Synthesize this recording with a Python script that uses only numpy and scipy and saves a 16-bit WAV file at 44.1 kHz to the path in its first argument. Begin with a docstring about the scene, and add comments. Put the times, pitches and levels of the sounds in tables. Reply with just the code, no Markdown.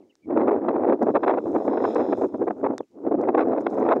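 """Gusty wind buffets a phone microphone while camels walk past on sand and dry grass.
Turbulent eddies beat on the microphone port: the faster the air, the louder and brighter they are.
Twice the wind drops away. Behind it lie a faint wash of air, a hiss of sand, scuffing feet,
a few dry clicks of twigs and harness, and the gliding whistles of a small bird."""
import sys
import numpy as np
from scipy import signal
from scipy.fft import rfft, irfft, next_fast_len
from scipy.io import wavfile
from scipy.ndimage import uniform_filter1d, minimum_filter1d, map_coordinates

SR = 44100
rng = np.random.default_rng(int(sys.argv[2]) if len(sys.argv) > 2 else 0)


def int16_out(signal):
    """Quantize to a 16-bit WAV file."""
    q = np.round(np.clip(np.atleast_2d(signal).T, -1, 1) * 32767)
    wavfile.write(sys.argv[1], SR, q.astype(np.int16))


N = 176400
T = np.arange(N) / SR


def undb(db):
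    """Amplitude ratio: tenfold for every 20 dB."""
    return 10 ** (np.asarray(db) / 20)


def unit(x):
    """Normalisation to rms 1."""
    return x / np.sqrt(np.mean(x ** 2))


def response(points, size):
    """Magnitude response through (Hz, dB) points, interpolated in log frequency."""
    hz, db = np.array(points, float).T
    return undb(np.interp(np.log(np.fft.rfftfreq(size, 1 / SR) + 1), np.log(hz), db))


def colour(x, points):
    """Zero-phase filtering: the spectrum is multiplied by a magnitude response."""
    size = next_fast_len(len(x) + 8192)
    return irfft(rfft(x, size) * response(points, size), size)[:len(x)]


def noise(points, size=N):
    """Spectrally shaped Gaussian noise of rms 1."""
    return unit(colour(rng.standard_normal(size), points))


def impulse(points, size=512):
    """Minimum-phase impulse response of the given spectrum, peak 1."""
    cepstrum = irfft(np.log(response(points, size)))
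    cepstrum[1:size // 2] *= 2
    cepstrum[size // 2 + 1:] = 0
    click = irfft(np.exp(rfft(cepstrum)))
    return click / np.abs(click).max()


def wander(hz):
    """Smooth random modulation with a new value hz times a second."""
    return map_coordinates(rng.standard_normal(4096), [T * hz], order=3, mode="wrap")


def bell(at, length):
    """Gaussian envelope, length seconds wide at 1/e of its peak."""
    return np.exp(-(2 * (T - at) / length) ** 2)


def swell_power(rows):
    """Incoherent addition: overlapping swells sum in power."""
    return sum(undb(db) ** 2 * bell(at, length) for at, length, db, *_ in rows)


def ambient_air(level_db=-78):
    """Stationary broadband noise forms the floor of the scene."""
    # Each row: frequency in Hz, relative spectral density in dB.
    spectrum = [(40, -9.5), (300, 3.5), (1000, -9.5), (2200, -9), (3500, -12), (6500, -12), (9000, -19.5),
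                (15000, -24)]
    return undb(level_db) * noise(spectrum)


def bird(roughness=.025):
    """Frequency modulation: short whistles glide, roughened by a random waver of pitch."""
    # Each row: start and length in seconds, first and last pitch in Hz, level in dB.
    notes = [(.008, .024, 3095, 1970, -78), (0.03, 0.012, 1909, 2220, -73), (0.093, .028, 3030, 2600, -63),
             (0.12, 0.015, 1860, 2320, -72), (0.221, 0.048, 2410, 2180, -63.5),
             (2.778, 0.026, 3908, 3283, -57), (2.821, 0.024, 3240, 2214, -71.5)]
    out, waver = np.zeros(N), 1 + roughness * wander(470)
    for at, length, start_hz, end_hz, db in notes:
        along = np.clip((T - at) / length, 0, 1)
        hz = (start_hz + (end_hz - start_hz) * along) * waver
        out += undb(db) * np.sin(np.pi * along) * np.sin(2 * np.pi * np.cumsum(hz) / SR)
    return out


def sand_hiss(flicker_db=1.9):
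    """Amplitude-modulated noise: the hiss of sand and grass swells and fades."""
    # Each row: peak time and length in seconds, level in dB.
    swells = [(1.958, 0.33, -59), (1.75, 0.95, -73), (3.734, 0.48, -74)]
    # Each row: frequency in Hz, relative spectral density in dB.
    spectrum = [(1200, -8), (2600, 2.5), (3000, -13), (3350, 4), (4000, 4.5), (4350, -18.5), (4850, -6.5),
                (5250, 7), (5700, -14), (6900, -5), (7400, -24.5), (10000, -24), (15000, -45)]
    return noise(spectrum) * undb(flicker_db * wander(40)) * np.sqrt(swell_power(swells))


def scuffing_feet(grain_depth=.5, grain_hz=510):
    """Friction of feet on sand gives noise, made gritty by rapid changes of amplitude."""
    # Each row: peak time and length in seconds, level in dB.
    scuffs = [(1.09, .08, -78), (1.52, 0.16, -72), (1.66, 0.048, -70.5), (1.92, 0.085, -72.5),
              (2.22, 0.085, -67.5), (2.52, 0.6, -83), (3.612, 0.011, -65), (3.712, .025, -69),
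              (3.745, 0.022, -71), (3.795, .03, -70)]
    # Each row: frequency in Hz, relative spectral density in dB.
    spectrum = [(1500, -16.5), (4000, -8.5), (6500, 3.5), (8500, -6.5), (11000, -14), (15000, -22)]
    grit = rng.standard_normal(N) * np.exp(grain_depth * wander(grain_hz))
    return unit(colour(grit, spectrum)) * np.sqrt(swell_power(scuffs))


def dry_clicks():
    """Heavily damped transients of twigs and harness: a bright snap and a low knock, with no ring."""
    # Each row: start in seconds, peak of the snap in dB, knock relative to the snap in dB.
    clicks = [(.1543, -47, -9), (1.0295, -41, -12.5), (1.9485, -37, -28.5), (2.781, -26, 1.5),
              (2.914, -65, -13.5), (3.2147, -45.5, -12), (3.487, -52.5, -28.5), (3.703, -49, -25),
              (3.9642, -50, -14.5)]
    # Each row of both: frequency in Hz, relative spectral density in dB.
    snap_spectrum = [(500, -19), (2800, -24), (3700, 3), (5600, 8), (8000, -2), (10000, -15), (12000, -18),
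                     (15000, -38.5)]
    knock_spectrum = [(200, -20), (700, 2), (1200, -1), (1900, -3), (2700, -18.5), (8000, -46.5)]
    out, snap, knock = np.zeros(N), impulse(snap_spectrum), impulse(knock_spectrum)
    for at, db, knock_db in clicks:
        start = int(at * SR)
        click = undb(db) * (snap + undb(knock_db) * knock)
        out[start:start + len(click)] += click[:N - start]
    return out


def microphone(pressure):
    """Filters in cascade: the port colours the wind, then the phone's wind filter cuts the bass."""
    # Each row of both: frequency in Hz, gain in dB.
    port = [(250, -4.5), (320, 0), (950, 2.5), (1600, 0), (2650, 1.5), (2900, -5.5), (3100, -10.5),
            (3300, 1), (4000, 4), (4500, -15), (5200, 6), (5900, -5.5)]
    low_cut = [(25, -39.5), (50, -41.5), (85, -26.5), (125, -18.5), (160, -19.5), (205, -8), (265, 1.5)]
    return colour(colour(pressure, port), low_cut)


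def airflow(sway_db=1.56, sway_hz=55.18, strong_db=-18):
    """Breeze and buffets add in power; eddy speed is their power-weighted mean, 1 in a strong buffet."""
    # Each row: time in seconds, level of the breeze in dB.
    contour = [(0.0, -48), (0.07, -59), (0.17, -73.5), (0.24, -61.0), (0.33, -28.5), (0.5, -37.5),
               (0.62, -25), (0.9, -23), (1.2, -35), (1.75, -22.5), (2.05, -24.5), (2.3, -34.5), (2.58, -36),
               (2.73, -26), (2.82, -44.5), (2.88, -74), (2.96, -46), (3.07, -28), (3.25, -26), (3.52, -23),
               (3.7, -26.5), (3.85, -20.5), (4.0, -26.5)]
    # Each row: centre and length in seconds, depth of the lull in dB.
    lulls = [(0.596, 0.044, -5.5), (0.974, 0.052, -7.5), (1.123, 0.023, -5), (1.421, 0.034, -7),
             (1.635, 0.044, -5), (1.93, 0.023, -7), (2.064, 0.021, -4), (2.162, 0.024, -7.5),
             (2.306, 0.028, -4), (2.373, 0.019, -4), (2.551, 0.039, -6), (2.776, 0.042, -7), (3.1, .02, -7),
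             (3.163, 0.018, -7), (3.318, 0.028, -3.5), (3.63, 0.042, -4.5), (3.701, 0.029, -6)]
    # Each row: peak time and length in seconds, level in dB, relative eddy speed.
    buffets = [(0.323, 0.059, -23, 0.67), (0.375, 0.026, -16, 0.74), (0.424, 0.077, -19.5, 0.68),
               (0.486, 0.022, -15, 1.0), (0.517, 0.014, -19.5, 0.96), (0.527, 0.026, -19.0, 0.81),
               (0.556, 0.048, -21, 0.69), (0.692, 0.019, -19, 0.94), (0.763, 0.008, -26, 0.78),
               (0.895, 0.031, -16, 0.77), (0.931, 0.027, -17, 0.87), (1.028, 0.026, -17, 0.64),
               (1.086, 0.04, -17, 0.72), (1.161, 0.024, -13.5, 1.1), (1.169, 0.0051, -28, 2.07),
               (1.24, 0.017, -18.5, 1.206), (1.284, 0.03, -16.5, 1.245), (1.308, 0.022, -18.5, 1.55),
               (1.33, 0.064, -22, 0.81), (1.382, 0.018, -21, 1.063), (1.488, 0.072, -25.5, 0.45),
               (1.561, 0.022, -17, 0.86), (1.682, 0.013, -17, 0.82), (1.777, 0.011, -21.5, 1.167),
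               (1.85, 0.021, -20, 1.225), (1.965, 0.013, -17.5, 1.19), (2.003, 0.036, -20, 0.91),
               (2.094, 0.0087, -17.5, 0.64), (2.129, 0.016, -17, 1.03), (2.191, 0.015, -22, 0.45),
               (2.22, 0.013, -19.5, 0.81), (2.245, 0.031, -18.5, 0.65), (2.349, 0.022, -24.5, 0.55),
               (2.422, 0.035, -19.5, 0.63), (2.48, 0.015, -20, 0.77), (2.509, 0.016, -22.5, 0.7),
               (2.647, 0.028, -18.5, 0.73), (2.668, 0.01, -20.5, 1.077), (2.705, 0.011, -21.5, 0.45),
               (2.806, 0.0081, -24.5, 0.64), (3.074, 0.017, -19.5, 0.56), (3.12, 0.015, -18.5, 0.64),
               (3.148, 0.013, -16.5, 0.59), (3.192, 0.023, -20.5, 0.45), (3.233, 0.047, -24.5, 0.7),
               (3.29, 0.024, -17, 1), (3.352, 0.011, -15, 0.92), (3.38, 0.015, -16, 1.13),
               (3.393, 0.01, -18.5, 1.21), (3.415, 0.035, -21, 1.4), (3.482, 0.08, -24, 0.43),
               (3.582, 0.0081, -18.5, 0.89), (3.667, 0.011, -19, 1.18), (3.797, 0.0083, -21.5, 0.67),
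               (3.891, 0.014, -19, 1.236), (3.921, 0.027, -15.5, 1.405), (3.969, 0.0083, -21.5, 0.72)]
    lull_db = sum(db * bell(at, length) for at, length, db in lulls)
    breeze = undb(np.interp(T, *np.array(contour).T) + lull_db + sway_db * wander(sway_hz))
    power = breeze ** 2 + swell_power(buffets)
    breeze_speed = .27 + .43 * (breeze / undb(strong_db)) ** .4  # rises with pressure
    focus = .28  # a buffet is fastest at its peak and slows towards its flanks
    buffet_rush = sum(speed * undb(db) ** 2 * bell(at, length) ** (1 + focus)
                      for at, length, db, speed in buffets)
    return power, (breeze_speed * breeze ** 2 + buffet_rush) / power


def wind(gain_db=.5, flutter_db=2.5, flutter_hz=250.7, notch_hz=164.6, notch_q=4.8):
    """Frozen turbulence: a fixed eddy pattern sweeps over the port, so frequency scales with speed."""
    # Each row: frequency in Hz at eddy speed 1, relative spectral density of pressure in dB.
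    spectrum = [(60, 1.5), (350, 6), (600, 1), (950, -5.5), (1400, -14.5), (2000, -27), (2800, -34.5),
                (4000, -51), (6000, -64), (10000, -92)]
    power, speed = airflow()
    flutter = undb(flutter_db * wander(flutter_hz))
    travel = np.cumsum(speed * flutter ** .34)  # flutter also hurries the eddies
    pattern = noise(spectrum, size=2 * N)
    eddies = map_coordinates(pattern, [travel], order=3, mode="wrap") * flutter
    # Dividing by the short-term filtered power lets the airflow set the loudness.
    eddy_power = uniform_filter1d(uniform_filter1d(microphone(eddies) ** 2, size=500), size=500)
    pressure = microphone(undb(gain_db) * eddies * np.sqrt(power / eddy_power))
    return signal.filtfilt(*signal.iirnotch(notch_hz, notch_q, fs=SR), pressure)


def scene():
    """Superposition, in mono, of the wind and the quiet sounds behind it."""
    return (wind() + dry_clicks() + scuffing_feet() + sand_hiss() + bird() + ambient_air())[None]


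def record(dry):
    """Peak limiting in the phone holds down the hardest buffets; a low-pass cuts the top."""
    ceiling, cutoff_hz = .46, 15700
    gain = np.minimum(1, ceiling / (np.abs(dry) + 1e-9))
    held_gain = minimum_filter1d(gain, size=400)
    smooth_gain = uniform_filter1d(uniform_filter1d(held_gain, size=200), size=200)
    low_pass = signal.ellip(8, .2, 70, cutoff_hz, fs=SR, output="sos")
    return signal.sosfilt(low_pass, dry * smooth_gain)


dry = scene()
out = record(dry)
int16_out(out)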